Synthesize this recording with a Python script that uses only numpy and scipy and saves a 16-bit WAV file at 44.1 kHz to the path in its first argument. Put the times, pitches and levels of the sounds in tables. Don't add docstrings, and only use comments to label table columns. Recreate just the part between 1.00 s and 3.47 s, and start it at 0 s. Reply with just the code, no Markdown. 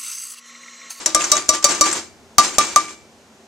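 import sys
import numpy as np
from scipy import signal
from scipy.fft import rfft, irfft, next_fast_len
from scipy.io import wavfile
from scipy.ndimage import uniform_filter1d

SR = 44100
rng = np.random.default_rng(int(sys.argv[2]) if len(sys.argv) > 2 else 0)


def waveform_to_disk(signal):
    frames = np.transpose(np.atleast_2d(signal))
    scaled = np.clip(frames, -1, 1) * 32767
    samples = np.round(scaled).astype(np.int16)
    wavfile.write(sys.argv[1], SR, samples)


def level_to_linear(level):
    exponent = np.asarray(level, float) / 20
    return 10 ** exponent


N = 109147


def noise(length):
    return rng.standard_normal(length)


def evened(x):
    return x / np.sqrt(np.mean(x ** 2) + 1e-20)


def wobble(length, smooth):
    return evened(uniform_filter1d(noise(length), size=smooth))


def read(points, hz):
    f, value = np.transpose(points)
    return np.interp(np.log(hz + 1), np.log(f + 1), value)


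def add(mix, s, sound):
    at = round(s * SR)
    part = mix[max(at, 0):][:len(sound) + min(at, 0)]
    part += sound[max(-at, 0):][:len(part)]


def shaped(x, points):
    hz = np.fft.rfftfreq(len(x), 1 / SR)
    return irfft(rfft(x) * level_to_linear(read(points, hz)), len(x))


def coloured(x, points):
    return evened(shaped(x, points))


def resonate(x, hz, width):
    turn = np.exp(2j * np.pi * hz * np.arange(len(x)) / SR)
    r = np.exp(-np.pi * width / SR)
    return 2 * (turn * signal.lfilter([1 - r], [1, -r], x / turn)).real


def modes(table, t, spread_db, twist=1.0):
    hz, db, t60 = np.transpose(table)[:, :, None]
    luck = rng.standard_normal((len(table), 2))
    level = level_to_linear(db + spread_db * luck[:, :1] - 60 * t / abs(t60))
    return (level * np.sin(2 * np.pi * hz * t + twist * luck[:, 1:])).sum(0)


# pitch in Hz, level in dB.
AIR_COLOUR = [(15, -66.5), (25, -42.5), (231, -6), (301, -10.5), (691, -9), (1180, -15.5), (3500, -23.5),
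              (6540, -21), (14500, -43.5)]
# pitch in Hz, width in Hz, level in dB.
APPLIANCE_HUM = [(187.3, 23, -81), (222.7, 9.5, -59.5), (387, 25, -60.5), (6400, 2700, -71.5)]
# pitch in Hz, side level against the middle in dB.
AIR_WIDTH = [(60, -20), (300, -25.5), (1400, -6.5), (3500, 0.5), (5000, -8.5), (15000, -2.5)]


def air():
    layers = []
    for _ in range(2):
        hum = sum(level_to_linear(db) * evened(resonate(noise(N), hz, width)) for hz, width, db in APPLIANCE_HUM)
        layers.append(level_to_linear(-53) * coloured(noise(N), AIR_COLOUR) + hum)
    mid, side = layers[0], shaped(layers[1], AIR_WIDTH)
    return np.array([mid + side, mid - side])


# pitch in Hz, seconds to fall by 60 dB.
ECHO_FADE = [(200, 0.96), (1000, 0.15), (4000, 0.18), (10000, 0.36)]


def kitchen(x):
    echoes = np.zeros((2, SR // 2))
    at = np.arange(200, SR // 2 - 20, 20)
    at = at + rng.integers(0, 20, (2, len(at)))
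    np.put_along_axis(echoes, at, rng.choice([-1., 1.], at.shape), 1)
    hz, t, z = signal.stft(echoes, SR, nperseg=256)
    fade = level_to_linear(-60 * t / read(ECHO_FADE, hz)[:, None])
    tail = signal.istft(z * fade, SR, nperseg=256)[1]
    return signal.fftconvolve(x[None], tail / np.linalg.norm(tail[0]), axes=1)[:, :N]


# start in seconds, level in dB, rise in seconds, seconds to fall by 60 dB.
SLIDES = [(-.05, -30.5, 0.063, 0.34), (0.063, -27.5, 0.0051, 0.42), (0.188, -22.5, 0.011, 1),
          (.34, -21, 0.04, 0.2), (0.511, -21.5, 0.039, 0.21), (.625, -27, 0.002, 0.19),
          (0.668, -19, 0.043, 0.47), (0.829, -18, 0.04, 0.33), (0.888, -24, 0.082, 0.29),
          (1.408, -19.5, 0.041, 0.35), (1.52, -30.5, 0.028, 0.33), (1.598, -21, 0.013, 0.64),
          (1.779, -29, 0.024, 0.41), (1.87, -35.5, 0.04, 0.2)]


def flow():
    t, power = np.arange(SR) / SR, np.zeros(N)
    for s, db, rise, t60 in SLIDES:
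        swell = np.sin(np.pi / 2 * np.minimum(t / rise, 1)) ** 4
        add(power, s, level_to_linear(2 * db - 120 * np.maximum(t - rise, 0) / t60) * swell)
    return power


# pitch in Hz, level in dB.
RUMBLE_COLOUR = [(20, -30), (45, -20), (80, -0.5), (130, -10), (250, -41.5)]


def rumble():
    r = np.exp(-1 / (0.13 * SR))
    shake = np.sqrt(signal.lfilter([1 - r], [1, -r], flow()) ** .5 * 0.011)
    a, b = (coloured(noise(N), RUMBLE_COLOUR) for _ in range(2))
    return level_to_linear(-38 + 13.5) * shake * np.array([a, 0.32 * a + 0.59 * b])


# pitch in Hz, level in dB.
POWDER_COLOUR = [(60, -32), (200, -8.5), (1100, -4), (3420, -9.5), (7000, -4.5), (9300, -18.5),
                 (11000, -35), (11700, -42), (14600, -56)]
# pitch in Hz, width in Hz, level in dB.
SINGING = [(6320, 260, -13.5), (7534, 200, -13), (345.4, 136, -15.5)]


def powder():
    grains_per_s, spread_db, grain_db = 4000, 4.5, 0.5
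    size = level_to_linear(spread_db * np.minimum(rng.exponential(1, N), 5))
    size = size * (rng.random(N) < grains_per_s / SR)
    puffs = evened(signal.lfilter([1], [1, -np.exp(-1 / (0.0049 * SR))], size) * noise(N))
    drive = noise(N) + level_to_linear(grain_db) * puffs
    sing = np.zeros(N)
    for hz, width, db in [*SINGING, (13680, 300, -33)]:
        sing += level_to_linear(db) * evened(resonate(resonate(drive, hz, width), hz, width))
    return np.sqrt(flow()) * (coloured(drive, POWDER_COLOUR) + sing)


# time in
# seconds, level in dB, pitch in Hz.
TICKS = [(0.206, -8.5, 2720), (0.2171, -6.5, 7040), (0.24, -5.5, 6200), (0.246, -7, 6460),
         (0.2517, -33.5, 6250), (0.309, -25, 1200), (0.352, -7, 6300), (0.3667, -4.5, 6550),
         (0.484, -13.5, 6360), (0.537, -10, 5900), (0.625, -16.5, 5500), (0.6894, -8, 6000),
         (0.71, -12.5, 6400), (0.7186, -9.5, 7500), (0.748, -13, 6320), (0.7766, -22, 6320),
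         (0.8378, -5.5, 4670), (0.8844, -14.5, 7460), (0.9118, -5.5, 6320), (0.9266, -5, 7750),
         (1.411, -19, 7930), (1.4295, -19.5, 6240), (1.4495, -17, 6400), (1.545, -44.5, 6300),
         (1.611, -22, 6300), (1.611, -11.5, 2230), (1.6214, -13, 6500), (1.634, -16, 7760),
         (1.881, -21, 2280)]
# pitch in Hz, level in dB.
TICK_DULL = [(300, -24), (1500, -8), (4000, -18), (7000, -9), (9300, -19.5), (11200, -34), (14600, -84.5)]


def ticks():
    rise_s, t60, level_db = .0015, 0.054, -13
    out, t = np.zeros(N), np.arange(3000) / SR
    rise = np.sin(np.pi / 2 * np.minimum(t / rise_s, 1)) ** 2
    for s, db, hz in TICKS:
        burst = evened(resonate(resonate(noise(len(t)), hz, 820.0), hz, 820.0))
        burst = burst + 0.61 * coloured(noise(len(t)), TICK_DULL)
        add(out, s, level_to_linear(db + level_db - 60 * t / t60) * burst * rise)
    return out


def knock(hz, db, t60):
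    t = np.arange(SR // 4) / SR
    rough = 1 + 0.85 * wobble(len(t), 200) * np.minimum(t / 0.014, 1)
    return modes([(hz, db, t60)], t, 0, 0) * rough


# pitch in Hz, level in dB.
CRACK_COLOUR = [(88, -50), (150, -18), (1220, -7.5), (2650, -11.5), (4560, -8.5), (5120, -4.5), (5980, 5),
                (13500, -25), (15500, -36.5)]


def crack_and_shake(t):
    fade = level_to_linear(-60 * t / 0.011) + level_to_linear(-13 - 60 * t / 0.068)
    crack = coloured(noise(len(t)), CRACK_COLOUR) * fade
    return crack + level_to_linear(-19.5 - 60 * t / 0.24) * coloured(noise(len(t)), POWDER_COLOUR)


def ring_tone(t, ring_hz, twin_hz, twin_db, t60, build_s):
    ring = modes([(ring_hz, 0, t60), (twin_hz, twin_db, 0.35)], t, 0, 0)
    ring = ring * (1 - np.exp(-(t / build_s) ** 2))
    early = 1 + 1.1 * np.exp(-t / 0.012)
    return ring * early * (1 + 0.087 * wobble(len(t), 400))


# pitch in Hz, level in dB, seconds to fall by 60 dB.
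BODY = [(319, -21, 0.56), (350, -30, 0.27), (1040, -21.5, 0.07)]
# level in dB, seconds to fall by 60 dB.
OVERTONES = [(-36, 0.18), (-27.5, 0.23), (-32, 0.54), (-28.5, 0.087), (-13, 0.12), (-34, .06), (-14.5, .06),
             (-16, 0.055), (-15.5, 0.029), (-4, 0.028), (-36, 0.1), (-16, 0.1), (-16.5, 0.081),
             (-15, 0.044)]
CUP_HZ = 2180, 3855, 4745, 5500, 5700, 5832, 5988, 6125, 6330, 6842, 7335, 7480, 7995, 9080
TURNED_HZ = 2340, 3180, 3500, 4430, 5700, 5700, 6000, 6110, 6300, 6690, 7335, 7165, 7780, 8960
SPOT_HZ = 4603, 2322, 755
RIM_HZ = (3855, 5990, 6845, 4745)
TURNED_RIM_HZ = (3855, 5900, 7250, 4800)
RIM_T60 = 0.15, .05, 0.031, 0.041


def tap(s, crack_db, ring_db, body_db, t60, build_s, over_db, thump_db, ring_hz, twin_hz, twin_db, *spot_db):
    t = np.arange(SR // 2) / SR
    crack = crack_and_shake(t)
    ring = ring_tone(t, ring_hz, twin_hz, twin_db, t60, build_s)
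    turned = s > 1.2
    spot_hz = [*SPOT_HZ, *(TURNED_RIM_HZ if turned else RIM_HZ)]
    spot = modes(np.transpose([spot_hz, spot_db, [0.053, 0.58, 0.026, *RIM_T60]]), t, 0)
    over = modes(np.column_stack([TURNED_HZ if turned else CUP_HZ, OVERTONES]), t, 0.83)
    rattle = 1 + 0.45 * evened(uniform_filter1d(rng.standard_normal((2, len(t))), size=60))
    spot = spot * (2 + rattle[0]) / 3
    over = over * rattle[1]
    thump = np.sin(2 * np.pi * 70 * t) * np.exp(-t / 0.0034) * np.minimum(t / 0.0023, 1)
    blow = level_to_linear(crack_db) * crack + level_to_linear(over_db) * over + level_to_linear(ring_db) * ring + spot
    blow = blow + level_to_linear(body_db) * modes(BODY, t, 4.0) + level_to_linear(thump_db + 8.5) * thump
    return blow * np.minimum(t / .0002, 1)


# time in seconds, crack, ring and dull body in dB, seconds for the ring to fall 60 dB.
TAPS = [
    (0.0598, -10, -36, -13, 0.59),
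    (0.1472, -3, -11.5, -15, 0.28),
    (0.3169, -4.5, -16, -24, 0.29),
    (0.4903, -6.5, -17, -20, 0.38),
    (0.6423, -1.5, -16, -23, 0.35),
    (0.8103, -6.5, -12, -8, 0.3),
    (1.3828, 3.5, -5.5, -14.5, 0.18),
    (1.5833, -1.5, -8, -17, 0.17),
    (1.76, -3.5, -8.5, -17.5, 0.2),
]
# seconds for the ring to build up, long overtones in dB, air thump in dB.
GRIP = [(0.0063, -5.5, -64), (0.011, -6, -45), (0.0087, -2.5, -43.5), (0.01, -3, -52.5), (.013, 1.5, -30.5),
        (0.0057, -1.5, -65), (0.0014, -17, -26), (0.0078, -9.5, -50), (0.0026, -18.5, -45.5)]
# pitch in Hz, pitch of its slower twin in Hz.
RING_HZ = [(1186, 1194)] + [(1196, 1188)] + 4 * [(1179, 1187)] + 3 * [(1189, 1182)]
# twin level in dB, then three spot tones in dB.
SPOT = [(-19, -25.5, -54, -44.5), (-33.5, -27, -37.5, -54), (-20, -11, -38, -46), (-11.5, -12.5, -52, -34),
        (-9.5, -6.5, -33, -56), (-16.5, -11.5, -32, -37.5), (-16, -5.5, -33.5, -2.5),
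        (-18.5, -43.5, -31, -11.5), (-13, -21.5, -31.5, -13.5)]
RIM = [(-53, -11.5, -27, -42), (-42.5, -10, -27, -41), (-23, -16, -21.5, -42), (-34, -8.5, -21, -35),
       (-35.5, -9, -31, -36), (-33.5, -6.5, -30.5, -31.5), (-22, -26, -25, -34), (-23, -32, -9.5, -32),
       (-31.5, -22, -26, -39)]
# pitch in Hz, level in dB, seconds to fall by 60 dB.
KNOCK = [(598, -33, 0.29), (605.4, -19, 0.15), (608, -20.5, 0.16), (618, -15.5, 0.1), (578, -15.5, 0.072),
         (585, -17.5, 0.081), (678, -14, 0.059), (618, -14, .05), (624, -18, 0.066)]


def spoon():
    out = np.zeros(N)
    for row, grip, ring, spot, rim, dull in zip(TAPS, GRIP, RING_HZ, SPOT, RIM, KNOCK):
        add(out, row[0], tap(*row, *grip, *ring, *spot, *rim))
        add(out, row[0], knock(*dull))
    return out


# pitch in Hz, side level against the middle in dB.
SIDE_DB = [(60, -7.5), (330, -34.5), (1170, -11), (2000, -5), (4000, -3.5), (6400, -4.5), (15000, -7.5)]
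# pitch in Hz, left level against right in dB.
LEAN = [(25, 11.5), (140, -2), (500, 1), (6000, -1), (9000, 15.5), (15000, 17.5)]


def ports(x):
    t, size = np.arange(N) / SR, next_fast_len(N + 512)
    fine = signal.resample_poly(x, up=4, down=1)
    delay_s = .0006 + .00012 * np.sin(2 * np.pi * 2.3 * t)
    late = np.interp(t - delay_s, np.arange(len(fine)) / (4 * SR), fine)
    hz = np.fft.rfftfreq(size, 1 / SR)
    both = rfft(x, size) + np.outer([1, -1], level_to_linear(read(SIDE_DB, hz)) * rfft(late, size))
    return irfft(both * level_to_linear(np.outer([.5, -.5], read(LEAN, hz))), size)[:, :N]


def scene():
    blows = spoon()
    dust = 0.65 * powder() + ticks()
    spread = np.array([powder(), powder()])
    soft = ports(dust) + 0.277 * level_to_linear(np.array([[1.], [-1.]])) * spread
    soft = soft + level_to_linear(-17.5) * kitchen(blows + dust) + air()
    no_top = signal.butter(16, 14300, fs=SR, output="sos")
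    return ports(blows) + signal.sosfilt(no_top, soft) + rumble()


def roll_off(x):
    return signal.sosfilt(signal.butter(12, 15610, fs=SR, output="sos"), x)


def record(dry):
    x = level_to_linear(1.5) * dry
    x = x / (1 + abs(x) ** 6.0) ** (1 / 6.0)
    x = signal.sosfilt(signal.butter(10, 15000, fs=SR, output="sos"), x)
    return roll_off(x)


dry = scene()
out = record(dry)
waveform_to_disk(out)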